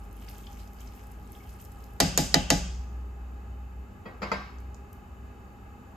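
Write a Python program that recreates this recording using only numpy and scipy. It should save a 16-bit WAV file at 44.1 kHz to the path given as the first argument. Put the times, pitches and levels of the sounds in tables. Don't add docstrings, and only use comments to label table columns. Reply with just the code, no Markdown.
import sys
import numpy as np
from scipy import signal
from scipy.fft import rfft, irfft, next_fast_len
from scipy.io import wavfile
from scipy.ndimage import uniform_filter1d

SR = 44100
rng = np.random.default_rng(int(sys.argv[2]) if len(sys.argv) > 2 else 0)


def wav_record(signal):
    frames = np.transpose(np.atleast_2d(signal))
    bounded = np.clip(frames, -1, 1)
    quanta = np.round(bounded * 32767).astype(np.int16)
    wavfile.write(sys.argv[1], SR, quanta)


N = 262836
TIME = np.arange(N) / SR
AGE = TIME[:SR]
STIR_END_S = 2.05


def amp(db):
    return 10 ** (np.asarray(db) / 20)


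def unit(x):
    return x / np.sqrt(np.mean(x ** 2) + 1e-20)


def read(points, hz):
    f, value = np.transpose(points)
    return np.interp(np.log(hz + 1), np.log(f + 1), value)


def add(mix, start_s, sound):
    part = mix[:, max(round(start_s * SR), 0):][:, :sound.shape[1]]
    part += sound[:, :part.shape[1]]


def shape(x, db_at):
    size = next_fast_len(x.shape[-1] + 4096)
    gain = amp(db_at(np.fft.rfftfreq(size, 1 / SR)))
    return irfft(rfft(x, size) * gain, size)[..., :x.shape[-1]]


def colour(pair, spectrum):
    return unit(shape(pair, lambda hz: read(spectrum, hz)))


def noise(spectrum, size):
    return colour(rng.choice([-1., 1.], (2, size)), spectrum)


def drift(rate_hz, size):
    return unit(shape(rng.standard_normal(size), lambda hz: -20 * np.log10(1 + (hz / rate_hz) ** 4)))


def fade(t60, rise):
    return (1 - np.exp(-AGE / rise)) * np.exp(-np.log(1000) * AGE / t60)


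def treble(x, db):
    return shape(x, lambda hz: db * hz ** 2 / (hz ** 2 + 7500 ** 2))


def band_pass(x, hz, spread):
    return shape(x, lambda f: -20 * np.log10(1 + ((f - hz) / (spread * hz)) ** 2))


def resonant(x, peaks):
    return shape(x, lambda hz: sum(db / (1 + (2 * (hz - f) / width) ** 2) for f, width, db in peaks))


def favour(x, hz, db, spread):
    return resonant(x, [(hz, 2 * spread * hz, db)])


def tiny_bursts(per_s, size_db, cycles, pitches=32):
    out = np.zeros((2, N))
    t = AGE[:512]
    for hz in np.linspace(2200, 15000, pitches):
        sizes = amp(size_db * np.minimum(rng.exponential(1, N), 4))
        onsets = rng.random(N) < per_s / pitches / SR
        click = np.sqrt(hz) * np.sin(2 * np.pi * hz * t) * np.exp(-hz * t / cycles)
        clicks = signal.oaconvolve(sizes * onsets, click)[:N]
        out += [clicks, rng.choice([-1, 1]) * np.roll(clicks, 1)]
    return out


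# pitch_hz, level_db
CRACKLE_SPECTRUM = [(1500, 7.5), (2800, 5), (3800, 0.5), (6000, 2), (8300, 2), (13000, 3.5), (16000, 1.5)]
# pitch_hz, width_hz, gain_db
STIR_RESONANCES = [(2190, 90, 4.5), (3100, 400, 3.5), (5070, 130, 7.5)]
# start_s, length_s, level_db, treble_db
SPATULA_STROKES = [(0.174, 0.46, -57, -5.5), (0.755, 0.27, -62, -9), (1.07, 0.15, -72.5, -6),
                   (1.275, 0.16, -66, 2.5), (1.457, 0.094, -63, 0.5), (1.75, 0.53, -71.5, 1)]


def rice_crackle(attack_s=0.025, sag_db_per_s=9.5, release_s=0.074):
    bursts = tiny_bursts(per_s=3200, size_db=5.2, cycles=2.4)
    clumps = bursts * amp(2 * drift(35, N))
    crackle = resonant(colour(clumps, CRACKLE_SPECTRUM), STIR_RESONANCES)
    settling = np.clip((STIR_END_S - TIME) / .1, 0, 1)
    out = amp(-69) * crackle[:, ::-1] * settling
    for start, length, db, treble_db in SPATULA_STROKES:
        age = np.maximum(TIME - start, 0)
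        push = np.minimum(age / attack_s, 1) * amp(-sag_db_per_s * age)
        lift = np.exp(-np.maximum(age - length, 0) / release_s)
        out += amp(db) * treble(crackle, treble_db) * push * lift
    return out


def snap(hz, t60, spread):
    envelope = fade(t60, rise=.0001)
    burst = band_pass(rng.standard_normal((2, SR)), hz, spread) * envelope
    burst *= np.linalg.norm(envelope) / np.linalg.norm(burst, axis=1, keepdims=True)
    return burst * amp([[-5], [-7]])


def small_pops(per_s=12, slots=40, low_hz=4460, high_hz=13800):
    slot_s = STIR_END_S / slots
    for k, (when, luck, size, pitch) in enumerate(rng.random((slots, 4))):
        if luck < slot_s * per_s:
            yield (k + when) * slot_s, -46.5 - 5 * size, low_hz + pitch * (high_hz - low_hz)


# start_s, level_db, pitch_hz
SYRUP_POPS = [(0.1286, -43, 11100), (0.1675, -43, 10900), (0.2235, -50, 2900), (0.2848, -40.5, 4840),
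              (0.298, -36, 12000), (0.383, -37.5, 12400), (0.4394, -48, 3100), (0.4683, -39, 3140),
              (0.4686, -46, 4700), (0.5292, -47, 6130), (0.7337, -42, 13000), (0.8051, -43, 6900),
              (0.811, -45.5, 3100), (0.8739, -43.5, 5400), (0.965, -50, 12900), (1.07, -44, 13000),
              (1.1199, -41, 12500), (1.3204, -36.5, 11200), (1.3513, -45.5, 3250), (1.6192, -45, 13600),
              (1.6412, -42.5, 11300), (1.65, -38, 10900), (1.721, -41.5, 12500), (1.8377, -50, 4970),
              (1.841, -41.5, 12300), (4.5846, -51, 6350), (4.603, -49, 12460), (4.7448, -42.5, 6400),
              (4.9299, -38.5, 11900)]


def syrup_pops(t60_cycles=110, blur_hz=36000):
    out = np.zeros((2, N))
    for start, db, hz in [*SYRUP_POPS, *small_pops()]:
        add(out, start, amp(db) * snap(hz, t60_cycles / hz, spread=hz / blur_hz))
    return out


# start_s, length_s, level_db, pitch_hz, spread_ratio
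GRAIN_SCRAPES = [(0.278, 0.025, -55, 2580, 0.44), (0.287, 0.045, -58, 12000, 0.34),
                 (0.485, 0.1, -53.5, 827, .015), (0.587, 0.048, -61, 4200, .4),
                 (0.63, 0.03, -51.5, 836, 0.017), (0.801, 0.041, -58, 13000, 0.65),
                 (0.946, 0.054, -61, 13000, 0.36), (1.40, 0.052, -62, 2210, 0.032),
                 (1.608, 0.043, -57.5, 13000, 0.44)]


def grain_scrapes(slips_per_s=500):
    out = np.zeros((2, N))
    for start, length, db, hz, spread in GRAIN_SCRAPES:
        kicks = rng.choice([-1., 1.], (2, SR)) * rng.uniform(0.36, 1, SR)
        slips = kicks * (rng.random(SR) < slips_per_s / SR)
        swell = np.sin(np.pi * np.minimum(AGE / length, 1) ** 0.46)
        add(out, start, amp(db) * unit(band_pass(slips, hz, spread)) * swell)
    return out


def wet_rice():
    direct = rice_crackle() + grain_scrapes() + syrup_pops()
    response = rng.standard_normal((2, SR)) * fade(t60=0.31, rise=0.0032)
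    response /= np.linalg.norm(response[0])
    echo = signal.fftconvolve(direct[:1], response, axes=1)[:, :N]
    return direct + amp(-6.5) * echo


# pitch_hz, level_db
FIZZ_SPECTRUM = [(3000, -16), (8000, -10), (13000, 2), (16000, -0.5)]


def simmer(bubbles_per_s=5000):
    impulses = rng.standard_normal((2, N)) * (rng.random(N) < bubbles_per_s / SR)
    return amp(-75.5) * colour(impulses, FIZZ_SPECTRUM)


# pitch_hz, level_db
RUSH_SPECTRUM = [(20, -3.5), (45, -2), (65, -1), (95, -2), (130, -12), (230, -14), (330, -19), (520, -25.5),
                 (1000, -30), (1500, -31.5), (2200, -37.5), (2900, -40), (3600, -49), (7500, -50),
                 (16000, -56.5)]
# pitch_hz, width_hz, gain_db
RUSH_RESONANCES = [(407, 44.63, 7.5), (819, 80, 14), (1244.7, 137, 9), (1660, 70, 9), (2092, 70, 6.5),
                   (2597, 200, 11), (2990, 67, 11), (3723, 250, 9), (4600, 450, 5.5), (6976, 799, 8)]


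def stove_rush():
    return amp(-46 + 0.3 * drift(5, N)) * resonant(noise(RUSH_SPECTRUM, N), RUSH_RESONANCES)


# time_s, level_db
DRONE_LEVEL = [(0.0, -43.5), (1.314, -43.5), (1.4, -49), (1.95, -43), (2.68, -33.5), (3.87, -41),
               (4.06, -72), (4.14, -48), (4.79, -39.5), (5.02, -72.5), (5.11, -42), (5.96, -62)]
# pitch_hz, level_db
FAN_TONES = [(99, -65.5), (197.5, -59.5), (247, -62.5)]


def hum(start_hz=51, end_hz=63.7, settle_s=1.7, waver_db=1.5):
    pitch = end_hz + (start_hz - end_hz) * np.exp(-TIME / settle_s)
    level_db = np.interp(TIME, *np.transpose(DRONE_LEVEL)) + waver_db * drift(8.2, N)
    tones = amp(level_db) * np.sin(2 * np.pi * np.cumsum(pitch) / SR)
    for hz, db in FAN_TONES:
        swing = amp(db + 0.853 * drift(9.1, N))
        tones += swing * np.sin(2 * np.pi * hz * TIME + 0.17 * drift(4.6, N))
    return np.sqrt(2) * tones * amp([[0], [-12]])


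def ring(modes, rise, flutter_db=0):
    out = np.zeros((2, SR))
    for (hz, db, t60), (luck, phase, lead) in zip(modes, rng.uniform(-0.9, 1, (len(modes), 3))):
        flutter = flutter_db * drift(77, SR) if flutter_db else 0
        swing = amp(db + 2 * luck + flutter) * fade(t60, rise)
        angle = 2 * np.pi * hz * AGE + np.pi * phase
        out += swing * np.array([np.sin(angle), np.cos(angle) * np.sign(lead) * amp(-1)])
    return out


# pitch_hz, t60_s
KITCHEN_DECAY = [(100, 0.7), (500, .42), (1500, 0.63), (4000, 0.64), (7000, 0.66), (9000, 0.45),
                 (14000, 0.22)]


def room_tail(spectrum, rise, uneven_db):
    ripple = lambda hz: uneven_db * unit(uniform_filter1d(rng.standard_normal(len(hz)), size=60))
    diffuse = shape(noise(spectrum, SR), ripple)
    hz, t, bands = signal.stft(diffuse, SR, nperseg=256)
    decay = np.exp(-np.log(1000) * t / read(KITCHEN_DECAY, hz)[:, None])
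    tail = signal.istft(bands * decay, SR, nperseg=256)[1]
    return tail[:, :SR] * (1 - np.exp(-AGE / rise))


# pitch_ratio, level_db, t60_s
BLADE_MODES = [(.4, -18, 0.025), (.82, -14, .014), (1, -5.5, .011), (1.3, -23.5, .008), (2.1, -29.5, .006)]
# pitch_hz, level_db, t60_s
PAN_MODES = [(452, -27.5, .16), (517, -27, .18), (623, -28.5, .23), (691, -23, .17), (755, -32.5, .2),
             (838, -27, .08), (1245, -35, 0.16), (1570, -35, .23), (1762, -33, .21), (1982, -24, .15),
             (2207, -37, .2), (2369, -34, .2), (2890, -38.5, .24), (3047, -34.5, .3), (3105, -34.5, .26),
             (3590, -34.5, .22), (3817, -30.5, .23), (3949, -31.5, .23), (4400, -30, .14),
             (4533, -32.5, .2), (4780, -31, .17), (4936, -30.5, .3), (5098, -36, .28), (5238, -36.5, .28),
             (5406, -34, .27), (5955, -34.5, .28), (6164, -35, .25), (6638, -34, .23), (6858, -31.5, .23)]
# pitch_hz, level_db, t60_s
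ROCKING_MODES = [(43.94, -28, 0.63), (76, -37, 0.34), (150.5, -28.5, 0.22), (180, -24, .22),
                 (251.6, -24.5, 0.16), (281, -21.5, 0.16), (340, -26.5, 0.12), (832, -29, 0.22)]
# pitch_hz, level_db
CHATTER_SPECTRUM = [(100, -13), (300, 0.5), (700, 3.5), (1080, -5), (1900, 2), (2350, -3.5), (3300, -3.5),
                    (4800, 3.5), (7000, -1.5), (10000, -5), (13000, -26.5), (16000, -22)]
# pitch_hz, level_db
RAP_ECHO_SPECTRUM = [(60, -10.5), (110, -7), (180, -6), (290, -17.5), (400, -19), (820, -24), (1070, -30),
                     (1600, -25.5), (2300, -26), (3500, -26), (4200, -29.5), (5000, -24.5), (5700, -29),
                     (7000, -26.5), (8300, -29), (10000, -36), (13000, -32), (16000, -50.5)]
# start_s, level_db, crack_hz, crack_db, rebound_delay_s, rebound_db, thud_db,
# pan_ring_db, crack_treble_db, tail_treble_db, spot_hz, spot_db
RIM_RAPS = [(2.0019, 1, 4720, -2.5, 0.0044, -3.5, -3, -4, -3, -5, 4900, 2.5),
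            (2.1756, -4, 6835, -0.5, 0.0012, -12.5, 2, -4, 3.5, 6, 6700, 2.5),
            (2.3422, -2, 4780, 8, 0.0021, 3, 1.5, -0.5, -6.5, -11.5, 3020, 6),
            (2.5028, -1.5, 6780, 2.5, 0.001, 2.5, 1, -0.5, -5.5, -4.5, 6400, 3.5)]


def rim_raps():
    out = np.zeros((2, N))
    room = amp(-24) * room_tail(RAP_ECHO_SPECTRUM, rise=0.013, uneven_db=3)
    for (start, db, crack_hz, crack_db, rebound_s, rebound_db, thud_db,
         ring_db, crack_treble_db, tail_treble_db, spot_hz, spot_db) in RIM_RAPS:
        blade = [(ratio * crack_hz, level + crack_db, t60) for ratio, level, t60 in BLADE_MODES]
        crack = ring(blade, rise=0.0003) + amp(-12) * snap(12000, t60=0.014, spread=.25)
        chatter = amp(-15.5) * noise(CHATTER_SPECTRUM, SR) * fade(t60=0.062, rise=0.0004)
        pan = amp(ring_db) * ring(PAN_MODES, rise=0.0008, flutter_db=1.5)
        tail = favour(room + pan, spot_hz, spot_db, spread=.12)
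        rebound = noise(CHATTER_SPECTRUM, SR) * fade(t60=0.004, rise=0.0004)
        add(out, start, amp(db) * treble(crack + chatter, crack_treble_db))
        add(out, start, amp(db) * treble(tail, tail_treble_db))
        add(out, start + rebound_s, amp(db + rebound_db) * treble(rebound, crack_treble_db))
        add(out, start + 0.015, amp(db + thud_db) * ring(ROCKING_MODES, rise=.001))
    return out


# pitch_hz, level_db
KNOCK_SPECTRUM = [(100, -5), (200, 0.5), (280, -6.5), (470, -8), (1300, -2.5), (1750, -10.5), (2300, -7),
                  (3400, -22), (4800, -20), (5600, -26), (7000, -38.5), (10000, -43), (16000, -47)]
# pitch_hz, level_db, t60_s
HANDLE_MODES = [(1916, -34, 0.23), (2544, -34, 0.12), (3250, -37, 0.11), (4070, -49, 0.18),
                (4620, -48, 0.19), (5000, -47, 0.14)]
# pitch_hz, level_db, t60_s
DISH_MODES = [(196.5, -28.5, 0.23), (455, -24.5, 0.1), (522, -37, 0.28), (603, -34, 0.23), (658, -36, 0.17),
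              (900, -32, 0.13), (1034, -28, 0.091), (1294, -20, 0.048), (1400, -43, 0.39),
              (1570, -37.5, .43), (1800, -38.5, 0.18), (2050, -31.5, 0.11), (2380, -30.5, 0.064),
              (3800, -56, 0.65), (3850, -52.5, 0.43), (4640, -42, 0.14), (4920, -40, 0.2),
              (5180, -55.5, 0.49), (6030, -47, 0.071), (7140, -50, 0.13)]
# start_s, level_db, rise_s, handle_db, dish_db, treble_db, body_db
DISH_KNOCKS = [(4.054, -13.5, 0.011, 7.5, -2, -24, 6.5), (4.218, -5, 0.0028, -3, -6, 7, 0.5),
               (4.2295, -7.5, 0.0006, -2, -2, 1, -1.5), (4.316, -0.5, 0.00089, -6.5, 0, 6, -1.5)]


def dish_knocks():
    out = np.zeros((2, N))
    room = amp(-34) * room_tail(KNOCK_SPECTRUM, rise=0.0051, uneven_db=3.5)
    for start, db, rise, handle_db, dish_db, treble_db, body_db in DISH_KNOCKS:
        blow = amp(-26) * noise(KNOCK_SPECTRUM, SR) * fade(t60=0.06, rise=rise)
        handle = amp(handle_db) * ring(HANDLE_MODES, rise)
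        dish = amp(dish_db) * ring(DISH_MODES, rise, flutter_db=1.5)
        knock = treble(blow + room + handle + dish, treble_db)
        add(out, start, amp(db) * favour(knock, hz=317, db=body_db, spread=1))
    return out


# pitch_hz, left_minus_right_db
IMPACT_BALANCE = [(250, 0), (480, 4), (1300, 2), (1900, -1.5), (3300, 3), (7000, -2.5), (12000, 0)]


def off_centre(pair):
    left = shape(pair[0] + pair[1], lambda hz: read(IMPACT_BALANCE, hz) / 2)
    right = shape(pair[0] - pair[1], lambda hz: -read(IMPACT_BALANCE, hz) / 2)
    return np.array([left + right, left - right]) / 2


def scene():
    impacts = off_centre(rim_raps() + dish_knocks())
    return wet_rice() + simmer() + stove_rush() + hum() + impacts


# pitch_hz, mid_db, side_db
PAIR_RESPONSE = [(22, -27, -44.5), (38.1, -2, -27), (60, -1, -29.5), (106, -1, -12.5), (199.7, -0.5, -11.5),
                 (380, 0, -7.5), (700, 1, -3.5), (1140, 1, -3), (1600, -2, 1), (2400, -2.5, -6.5),
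                 (4500, -1.5, -6.5), (5787, -1.5, -2), (6640, 0.5, -5.5), (8930, -2.5, -1),
                 (9800, -20.5, 5), (11030, -1.5, 0.5), (13300, 2, -17), (14300, -2, -5), (15500, -16.5, 3)]


def record(dry, full_scale=.92, cutoff_hz=16200):
    hz, mid_db, side_db = np.transpose(PAIR_RESPONSE)
    mid = shape(dry[0], lambda f: read(np.c_[hz, mid_db], f))
    side = shape(dry[1], lambda f: read(np.c_[hz, side_db], f))
    clipped = np.clip([mid + side, mid - side], -full_scale, full_scale)
    low_pass = signal.firwin(511, cutoff_hz, window=("kaiser", 9), fs=SR)
    return signal.oaconvolve(clipped, low_pass[None], "same")


dry = scene()
out = record(dry)
wav_record(out)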